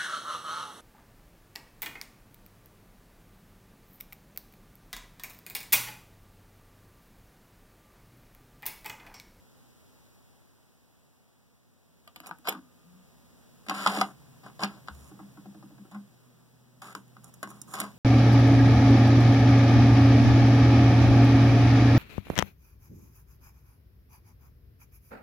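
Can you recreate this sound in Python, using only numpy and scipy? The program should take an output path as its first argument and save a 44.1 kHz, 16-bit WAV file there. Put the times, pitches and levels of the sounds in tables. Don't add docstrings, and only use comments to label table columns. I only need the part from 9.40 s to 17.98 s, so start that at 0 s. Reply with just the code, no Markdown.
import sys
import numpy as np
from scipy import signal
from scipy.fft import rfft, irfft
from scipy.io import wavfile

SR = 44100
rng = np.random.default_rng(int(sys.argv[2]) if len(sys.argv) > 2 else 0)


def to_wav(s):
    ch = np.atleast_2d(s).T
    pcm = np.round(np.clip(ch, -1, 1) * 32767)
    wavfile.write(sys.argv[1], SR, pcm.astype(np.int16))


N = 378378
HZ = np.maximum(np.fft.rfftfreq(N, 1 / SR), 1)
TIME = np.arange(N) / SR


def amp(db):
    return 10 ** (np.asarray(db, float) / 20)


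def rms_one(x):
    return x / np.sqrt(np.mean(x ** 2) + 1e-20)


def in_time(rows):
    s, *columns = np.transpose(rows)
    return np.array([np.interp(TIME, s, column) for column in columns])


def swell(start_s, rise_s, hold_s, fall_s):
    corners_s = start_s + np.cumsum([0, rise_s, hold_s, fall_s])
    return np.interp(TIME, corners_s, [0, 1, 1, 0])


def coloured(spectrum, channels=1):
    hz, db = np.transpose(spectrum)
    shape = amp(np.interp(np.log(HZ), np.log(hz), db))
    white = rng.standard_normal((channels, N))
    return rms_one(irfft(rfft(white) * shape, N))


# time in seconds, level in dB.
AIR_LEVEL = [(0, -64.5), (.6, -64), (1.3, -68), (2.3, -70.5), (2.9, -66.5), (3.3, -66), (4.1, -63.5),
             (4.8, -62.5), (5.6, -61.5), (6.5, -65), (7.3, -68), (8.58, -61)]
# frequency in Hz, density in dB per Hz.
AIR_SPECTRUM = [(30, -12.5), (50, -18.5), (80, -0.5), (125, -2), (200, 2.5), (320, -2.5), (550, -0.5),
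                (1000, -2.5), (1700, -5), (3000, -8.5), (5500, -9), (8500, -9), (12000, -10),
                (16000, -10.5)]


def air():
    air_db, = in_time(AIR_LEVEL)
    return amp(air_db) * coloured(AIR_SPECTRUM, channels=2)


# frequency in Hz, density in dB per Hz.
RUMBLE_SPECTRUM = [(30, -34), (50, -2.5), (78, 5.5), (100, -1), (122, -6.5), (170, -16.5), (255, 4.5),
                   (330, -5), (500, -5.5), (900, -51)]
RUMBLE_DB, RUMBLE_FOLLOWS = -77.5, 1.3


def rumble():
    air_db, = in_time(AIR_LEVEL)
    rumble_db = RUMBLE_DB + RUMBLE_FOLLOWS * (air_db - air_db.mean())
    return amp(rumble_db) * coloured(RUMBLE_SPECTRUM)


# time in seconds, drone level in dB, hum level in dB.
BACKGROUND_LEVELS = [(0, -84, -76.5), (1.3, -92.5, -84), (2.4, -83, -88), (3.1, -73.5, -88),
                     (4.3, -73, -86), (4.7, -75, -72), (5.5, -76, -66), (6.1, -71, -69),
                     (7.3, -72.5, -67.5), (7.8, -67.5, -63), (8.58, -63, -66)]
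# frequency in Hz, density in dB per Hz.
DRONE_SPECTRUM = [(95, -35), (118, -5.5), (140, -5), (170, 0.5), (200, -9), (250, 0), (300, -57)]
# frequency in Hz, relative level in dB.
HUM_PARTIALS = [(124, 1), (248, -9), (366, -16.5)]


def drone_and_hum():
    drone_db, hum_db = in_time(BACKGROUND_LEVELS)
    hum = sum(amp(db) * np.sin(2 * np.pi * hz * TIME) for hz, db in HUM_PARTIALS)
    return amp(drone_db) * coloured(DRONE_SPECTRUM) + amp(hum_db) * hum


# time in seconds, frequency in Hz, level in dB.
WHINE = [(0, 11050, -86), (1.2, 10900, -88), (2.5, 10600, -91), (5, 10400, -87), (8.58, 10350, -89)]


def whine():
    hz, db = in_time(WHINE)
    waver = coloured([(1, -5), (60, -2.0), (150, -33.0), (400, -72.5)], channels=2)
    return amp(db) * waver * np.sin(2 * np.pi * np.cumsum(hz) / SR)


def ring(force, hz, t60_s):
    r, w = amp(-60 / (t60_s * SR)), 2 * np.pi * hz / SR
    return signal.lfilter([0, np.sin(w)], [1, -2 * r * np.cos(w), r * r], force + 1e-18)


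GRAINS_PER_S, GRAIN_SPREAD_DB = 3000, 4


def grains(size):
    sizes = amp(GRAIN_SPREAD_DB * np.minimum(rng.exponential(1, size), 4))
    signed = sizes * rng.choice([-1, 1], size)
    return rms_one(signed * (rng.random(size) < GRAINS_PER_S / SR))


def band(x, low_hz, high_hz):
    sos = signal.butter(2, [low_hz, high_hz], "band", fs=SR, output="sos")
    return signal.sosfilt(sos, x) * np.sqrt(SR / 2 / (high_hz - low_hz))


def resonances(x, peaks):
    out = 0
    for k, (hz, width_hz, db) in enumerate(peaks):
        r, w = np.exp(-np.pi * width_hz / SR), 2 * np.pi * hz / SR
        peak = signal.lfilter([1 - r * r, 0, r * r - 1], [1, -2 * r * np.cos(w), r * r], x)
        out = out + (-1) ** k * amp(db) * peak
    power = sum(2 * np.pi * amp(db) ** 2 * width_hz * 2 / SR for hz, width_hz, db in peaks)
    return out / np.sqrt(power)


SPOT_DB_PER_OCTAVE, MODE_SPREAD_DB = 9.5, 1
RISE_S = 0.00044


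def spot_gain(hz, db, spot_hz):
    return amp(db - SPOT_DB_PER_OCTAVE * np.abs(np.log2(hz / spot_hz)))


def blows(hits, modes, levels_db, spots_hz, grip):
    out, span_s = np.zeros(N + SR), np.arange(SR // 4) / SR
    for (s, *_, rattle_s), level_db, spot_hz in zip(hits, levels_db, spots_hz):
        force = grains(len(span_s)) * np.exp(-span_s / rattle_s) * (1 - np.exp(-span_s / RISE_S))
        force[:8] += np.hanning(8) * 1.48
        chance = amp(rng.normal(0, MODE_SPREAD_DB, len(modes))) * rng.choice([-1, 1], len(modes))
        body = sum(own * spot_gain(hz, db, spot_hz) * ring(force, hz, t60_s)
                   for own, (hz, db, t60_s) in zip(chance, modes))
        body = body * np.exp(-span_s / (grip * rattle_s))
        fade = np.cos(2 * np.pi * span_s)
        out[round(s * SR):][:len(span_s)] += amp(level_db) * body / np.abs(body).max() * fade
    return out[:N]


# frequency in Hz, width in Hz, level in dB.
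CLICK_PEAKS = [(2310, 1400, -1), (3520, 774, 1), (4164, 1010, -2), (5100, 820, -3.5), (5595, 590, -11.5)]
# frequency in Hz, width in Hz, level in dB.
TICK_PEAKS = [(6790, 890, 0.5), (9270, 1400, 6), (10300, 2740, 2.5), (11800, 1200, 3.5), (14200, 4400, -6)]


def cracks(hits):
    click, tick, span_s = np.zeros(N + SR), np.zeros(N + SR), np.arange(SR // 8) / SR
    for s, level_db, _, click_db, tick_db, _, rattle_s in hits:
        part = slice(round(s * SR), round(s * SR) + len(span_s))
        click[part] += amp(level_db + click_db - 1.5) * np.exp(-span_s / (0.00039 + 0.49 * rattle_s))
        tick[part] += amp(level_db + tick_db - 6) * np.exp(-span_s / (0.0023 + 0.27 * rattle_s))
    rough = 3.06 * rng.standard_normal(N) + 1.58 * grains(N)
    return resonances(click[:N] * rough, CLICK_PEAKS) + resonances(tick[:N] * rough, TICK_PEAKS)


# frequency in Hz, level in dB, t60 in seconds.
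CABINET_MODES = [(180.4, -2, 0.1), (201.5, 0.5, 0.24), (251, -6.5, 0.77), (276.5, 0, 0.31),
                 (313.4, 4, 0.13), (410, -11.5, 0.049)]
BODY_GRIP, WOOD_GRIP = 2.9, 25


def knocks(hits, wood_hz, modes):
    s, level_db, boom_db, _, _, spot_hz, _ = np.transpose(hits)
    body = blows(hits, modes, level_db, spot_hz, BODY_GRIP)
    wood = blows(hits, CABINET_MODES, level_db + boom_db, np.full(len(s), wood_hz), WOOD_GRIP)
    boom = band(wood, 140, 450) / 8.75
    return .5 * body + .5 * boom + cracks(hits)


SMALL_BODY_HZ = 154.3


def small_body(x):
    return signal.sosfilt(signal.butter(4, SMALL_BODY_HZ, "high", fs=SR, output="sos"), x)


# start in seconds, level in dB, cabinet boom, click and tick in dB re that level,
# spot pitch in Hz, rattle decay in seconds.
DECK_HITS = [(2.675, -44, -35, -7.5, -11.5, 760, 0.0059), (2.76, -44, -10, -2.5, -2, 744, 0.005),
             (2.802, -37.5, -14, -9.5, -8.5, 770, 0.0015), (2.86, -46, -15, -5, -8, 910, .003),
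             (2.891, -36.5, -10, -24, -14, 750, 0.0035), (2.911, -24, -19, -26, -32, 1200, 0.0012),
             (2.985, -53.5, -2, -10, -3, 1320, 0.0027), (3.053, -34.5, -27, -28, -23, 1340, 0.0033),
             (3.073, -24, -20, -9, -13, 877, .003), (3.085, -18, -24, -8.5, -14, 780, 0.0048),
             (3.091, -28.5, -28, -4, 6, 740, 0.0013), (3.124, -28.5, -14, -17, -15, 1360, .0025),
             (3.15, -32.5, -7.5, -27, -25, 1200, 0.0028), (3.17, -50.5, 7.5, -28, -32, 1240, 0.0034)]
# frequency in Hz, level in dB, t60 in seconds.
DOOR_MODES = [(540, -19, 0.06), (742, -9.5, 0.13), (925, -11, 0.11), (1020, -24, 0.038),
              (1210, -5.5, 0.049), (1320, -4.5, 0.05), (1437, -8, 0.065), (1510, 3.5, 0.015),
              (1870, -18, 0.041)]
DECK_WOOD_HZ = 243
DECK_SHEEN_HZ, DECK_SHEEN_DB = 9400, -4.5


def key_and_door():
    door = small_body(knocks(DECK_HITS, DECK_WOOD_HZ, DOOR_MODES))
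    sheen = signal.sosfilt(signal.butter(2, DECK_SHEEN_HZ, "high", fs=SR, output="sos"), door)
    return door + amp(DECK_SHEEN_DB) * sheen


SCRAPE_RISE_S, SCRAPE_FALL_S, SCRAPE_SILENT_DB = .006, 0.0091, -21.5


def scrape_gains(s, length_s, start_db, end_db, boom_db, click_db, tick_db):
    times_s = s + np.array([-SCRAPE_RISE_S, 0, length_s, length_s + SCRAPE_FALL_S])
    levels_db = [start_db + SCRAPE_SILENT_DB, start_db, end_db, end_db + SCRAPE_SILENT_DB]
    body = amp(np.interp(TIME, times_s, levels_db, left=-140, right=-140))
    return body * amp([[0], [boom_db], [click_db], [tick_db]])


# start in seconds, length in seconds,
# level in dB at start and at end, boom, click and tick in dB re that level, spot pitch in Hz at start and at end.
SCRAPES = [(2.836, .065, -52, -61, -15, -10, -17, 1000, 1050),
           (2.869, 0.013, -49.5, -64, -7, -4.5, 8, 836, 930),
           (3.046, 0.042, -56.5, -34, -22, -3, -16, 1110, 700),
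           (3.098, 0.094, -42, -58, -11.5, -12.5, -22, 900, 1250),
           (4.296, 0.043, -34.5, -44, -10, -11, -16.5, 1000, 1300),
           (4.342, 0.12, -39, -38, -10, -5.5, -8.5, 1080, 1660),
           (4.486, .12, -35.5, -36, -11.5, -6, -9, 920, 440),
           (4.619, 0.1, -42, -55.5, 0, -14, -9.5, 840, 510),
           (5.035, 0.053, -54.5, -55.5, -2.5, -9, -15.5, 1050, 520),
           (5.204, 0.043, -42, -31, -9, -8.5, -12, 855, 1300),
           (5.246, 0.14, -49.5, -59, 1.5, -8, -14, 900, 840),
           (5.521, .18, -70, -67, 2.5, -2, 6.5, 1050, 950),
           (7.421, 0.11, -48.5, -52, -10, -8.5, -5.5, 1020, 1600),
           (7.558, 0.072, -55, -76, 5.5, -15.5, -2, 1140, 760),
           (7.836, .06, -64.5, -64, -4.5, -9, 2, 933, 810),
           (8.048, 0.022, -55, -70, 4, -16, -10.5, 1000, 850),
           (8.072, 0.036, -71, -53.5, 3.5, -5.5, 5.5, 1050, 820),
           (8.116, 0.082, -59.5, -65, 2.5, -10.5, -2.5, 980, 910),
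           (8.277, 0.075, -58.5, -50.5, -4, -10.5, 1.5, 930, 1030),
           (8.341, 0.079, -42, -44.5, -8, -6, -6.5, 980, 900),
           (8.429, 0.091, -42, -59.5, -8, -10.5, -10, 1200, 780)]
# frequency in Hz, level in dB, t60 in seconds.
SHELL_MODES = [(495, -30, 0.094), (620, -5.5, 0.022), (735, 0.5, 0.024), (783, 1.5, 0.036),
               (906, -8, 0.036), (1040, 4, 0.017), (1175, 8.5, 0.013), (1387, -0.5, 0.013),
               (1539, 8.5, 0.012), (2031, 3.5, 0.035), (2250, -21, .03)]


def scrapes_and_tails():
    body, boom, click, tick = sum(scrape_gains(*row[:-2]) for row in SCRAPES)
    points = []
    for s, length_s, *_, start_hz, end_hz in SCRAPES:
        points += [(s, start_hz), (s + length_s, end_hz)]
    spot_hz, = in_time(sorted(points))
    near = np.array([spot_gain(hz, db, spot_hz) for hz, db, _ in SHELL_MODES])
    shell = sum(gain * rms_one(ring(grains(N), hz, t60_s)) for gain, (hz, _, t60_s) in zip(near, SHELL_MODES))
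    shell = shell / np.sqrt(np.sum(near ** 2, axis=0))
    rub = grains(N)
    wood = rms_one(sum(amp(db) * ring(rub, hz, t60_s) for hz, db, t60_s in CABINET_MODES))
    hiss = 0.61 * rng.standard_normal(N) + 1.39 * rub
    treble = resonances(click * hiss, CLICK_PEAKS) + resonances(tick * hiss, TICK_PEAKS)
    return .5 * body * shell + .5 * boom * wood + treble


# start in seconds, frequency in Hz, level in dB, t60 in seconds.
RINGS = [(3.09, 1219, -76, 4.4), (8.42, 4890, -67, 0.49)]


def metal_ring(row):
    s, hz, db, t60_s = RINGS[row]
    blow = 1. * (np.arange(N) == round(s * SR))
    return amp(db) * ring(blow, hz, t60_s)


LOW_TONE_S, LOW_TONE_HZ, LOW_TONE_DB, LOW_GLIDE_HZ_PER_S = 3.45, 174, -64, 90
LOW_RISE_S, LOW_HOLD_S, LOW_FALL_S = 0.028, .12, 0.1


def low_tone():
    hz = LOW_TONE_HZ + LOW_GLIDE_HZ_PER_S * (TIME - LOW_TONE_S)
    envelope = swell(LOW_TONE_S, LOW_RISE_S, LOW_HOLD_S, LOW_FALL_S)
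    return amp(LOW_TONE_DB) * envelope * np.sin(2 * np.pi * np.cumsum(hz) / SR)


# start in seconds, level in dB, cabinet boom, click and tick
# in dB re that level, spot pitch in Hz, rattle decay in seconds.
TOP_HITS = [(4.264, -41.5, 0.5, -18, -16, 1070, 0.017), (4.285, -32, -2, -5, -13, 1040, 0.0039),
            (4.296, -26.5, -21, -5, -7, 1040, 0.0031), (4.309, -23.5, -5.5, -34, -33, 970, 0.0091),
            (4.462, -9, -20.5, -22, -25, 970, 0.0068), (4.472, -21, -20, -4.5, -10.5, 1040, 0.0076),
            (4.571, -21, -3.5, -22, -28, 703, 0.0031), (4.612, -11, -23.5, -15, -17, 830, 0.0055),
            (5.063, -35, -14, -30, -22, 1140, 0.0087), (5.099, -41.5, -24, -30, -27, 1200, 0.0021),
            (5.193, -31, -34, -16.5, -26, 820, 0.0098), (5.226, -22.5, -3, -25, -24, 795, 0.0021),
            (5.234, -26, -7, -1.5, -17, 824, 0.0056), (5.244, -24.5, -15, -28, -27, 760, 0.0067),
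            (5.475, -42, -15, -10, -25, 1470, 0.0027), (5.484, -24, -21, -18, -29, 1530, 0.0013),
            (5.79, -40.5, 0, -36, -28, 750, 0.02), (6.513, -44.5, 2, -22, -14.5, 630, 0.035),
            (6.545, -38, -3, -26, -25, 960, 0.017)]
TOP_WOOD_HZ = 204


def top_knocks():
    return knocks(TOP_HITS, TOP_WOOD_HZ, SHELL_MODES)


# multiple of the throb rate, relative level in dB.
THROB_ORDERS = [(8, -4), (9, -9), (10, 8), (11, 9), (12, -15), (13, 6)]
THROB_HZ, THROB_DB = 13, -65.5
THROB_S, THROB_LENGTH_S, THROB_EDGE_S = 4.6, 1.68, .12


def throb():
    orders = 0
    for k, db in THROB_ORDERS:
        phase = 0.39 * (k - 10) ** 2 + 1.45 * k
        orders = orders + amp(db) * np.cos(2 * np.pi * k * THROB_HZ * TIME + phase)
    envelope = swell(THROB_S, THROB_EDGE_S, THROB_LENGTH_S, THROB_EDGE_S)
    return amp(THROB_DB) * envelope * rms_one(orders)


# start in seconds, frequency in Hz, level in dB, swell time in seconds.
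THUDS = [(5.501, 70.5, -51, 0.026), (5.6, 71.2, -58, 0.02)]


def thuds():
    out = np.zeros(N)
    for s, hz, db, swell_s in THUDS:
        age = np.maximum(TIME - s, 0) / swell_s
        out += amp(db) * age * np.exp(1 - age) * np.sin(2 * np.pi * hz * TIME)
    return out


# start in seconds, level in dB, spot pitch in Hz.
ROCKS = [(5.712, -46.5, 756), (5.971, -45, 676), (6.055, -43.5, 501), (6.145, -47, 635),
         (6.226, -44.5, 568), (6.305, -51, 750), (6.381, -49, 500), (6.448, -54, 790)]
ROCK_BOOM_DB, ROCK_CLICK_DB, ROCK_TICK_DB = 5.5, -26, -33
ROCK_RATTLE_S, ROCK_WOOD_HZ = 0.0088, 262


def rocks():
    hits = [(s, db, ROCK_BOOM_DB, ROCK_CLICK_DB, ROCK_TICK_DB, hz, ROCK_RATTLE_S) for s, db, hz in ROCKS]
    return knocks(hits, ROCK_WOOD_HZ, SHELL_MODES)


# start in seconds, level in dB, cabinet boom, click and tick
# in dB re that level, spot pitch in Hz, rattle decay in seconds.
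GUIDE_HITS = [(7.418, -36.5, -20, -14, -9, 1090, 0.0059), (7.55, -29.5, -15.5, -13, -14, 1130, 0.0035),
              (7.679, -64, -10, -4, 5, 900, .002), (7.767, -41, -11, -22, -27, 1160, 0.0029),
              (7.843, -57, -13, -9, 15, 961, 0.0033), (7.939, -57, -25, -8, 13, 1200, .006),
              (8.029, -25.5, -14.5, -17, -9, 1280, 0.0084), (8.039, -56, -13, -12, -11, 1240, 0.0032),
              (8.074, -32.5, -10, -24, -20, 1210, .002), (8.113, -41.5, -27, -24, -14, 1260, 0.0036),
              (8.216, -54, 4.5, -10, 19.5, 1210, .003), (8.337, -32, -10, -11.5, -3.5, 970, 0.01),
              (8.391, -35, -10, -18, -8, 1170, 0.0033), (8.401, -31, -1, -5, 7, 1250, .008),
              (8.415, -24.5, -25, -14, -18, 1280, 0.0028), (8.438, -32.5, -22, -22, -11, 1120, 0.0073)]
GUIDE_WOOD_HZ = 209


def guide_touches():
    return knocks(GUIDE_HITS, GUIDE_WOOD_HZ, SHELL_MODES)


def decaying_noise(channels, size, t60_s, from_s=-1):
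    t = TIME[:size]
    tail = rng.standard_normal((channels, size)) * amp(-60 * t / t60_s) * (t > from_s)
    return rfft(tail / np.sqrt(np.sum(tail ** 2, axis=1, keepdims=True)), N)


DECK_LAG_S, SHELL_LAG_S = .00017, .000165
EVEN_BASS_HZ, SHADOW_HZ = 851, 10500
ROOM_T60_S, ROOM_DB, ROOM_DULL_HZ, ROOM_ALIKE_HZ = 0.13, -4.5, 4000, 1200
PANEL_T60_S, PANEL_DB, PANEL_HZ = 0.0035, -3, 1800


def at_ports(x, lag_s):
    lag = np.exp(-2j * np.pi * HZ * lag_s / (1 + (EVEN_BASS_HZ / HZ) ** 4))
    left = lag / np.sqrt(1 + (HZ / SHADOW_HZ) ** 6)
    direct = np.array([left, np.ones_like(left)])
    tail = decaying_noise(3, SR // 2, ROOM_T60_S, from_s=.0015) / (1 + 1j * HZ / ROOM_DULL_HZ)
    alike = 1 / (1 + (HZ / ROOM_ALIKE_HZ) ** 2)
    room = np.sqrt(alike) * tail[2] + np.sqrt(1 - alike) * tail[:2]
    panel = decaying_noise(2, SR // 20, PANEL_T60_S) / (1 + PANEL_HZ / (1j * HZ)) ** 2
    return irfft(rfft(x) * (direct * (1 + amp(PANEL_DB) * panel) + amp(ROOM_DB) * room), N)


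def scene():
    background = air() + rumble() + drone_and_hum() + whine() + throb()
    deck = key_and_door() + metal_ring(0) + low_tone() + thuds()
    hand = small_body(scrapes_and_tails() + top_knocks() + rocks() + guide_touches()) + metal_ring(1)
    return at_ports(deck, DECK_LAG_S) + at_ports(hand, SHELL_LAG_S) + background


AIM_DELAY_S, AIM_GAIN, AIM_FADE_HZ = 22 / 48000, 0.89, 6820
LIFT_HZ, LIFT_END_HZ, CUTOFF_HZ = 679, 60.4, 15900


def record(dry):
    ports = rfft(dry)
    cross = AIM_GAIN * np.exp(-2j * np.pi * HZ * AIM_DELAY_S) / (1 + (HZ / AIM_FADE_HZ) ** 6)
    lift = (1j * HZ + LIFT_HZ) / (1j * HZ + LIFT_END_HZ)
    aimed = irfft((ports - cross * ports[::-1]) * lift, N)
    return signal.sosfilt(signal.ellip(10, .5, 60, CUTOFF_HZ, fs=SR, output="sos"), aimed)


dry = scene()
out = record(dry)
to_wav(out)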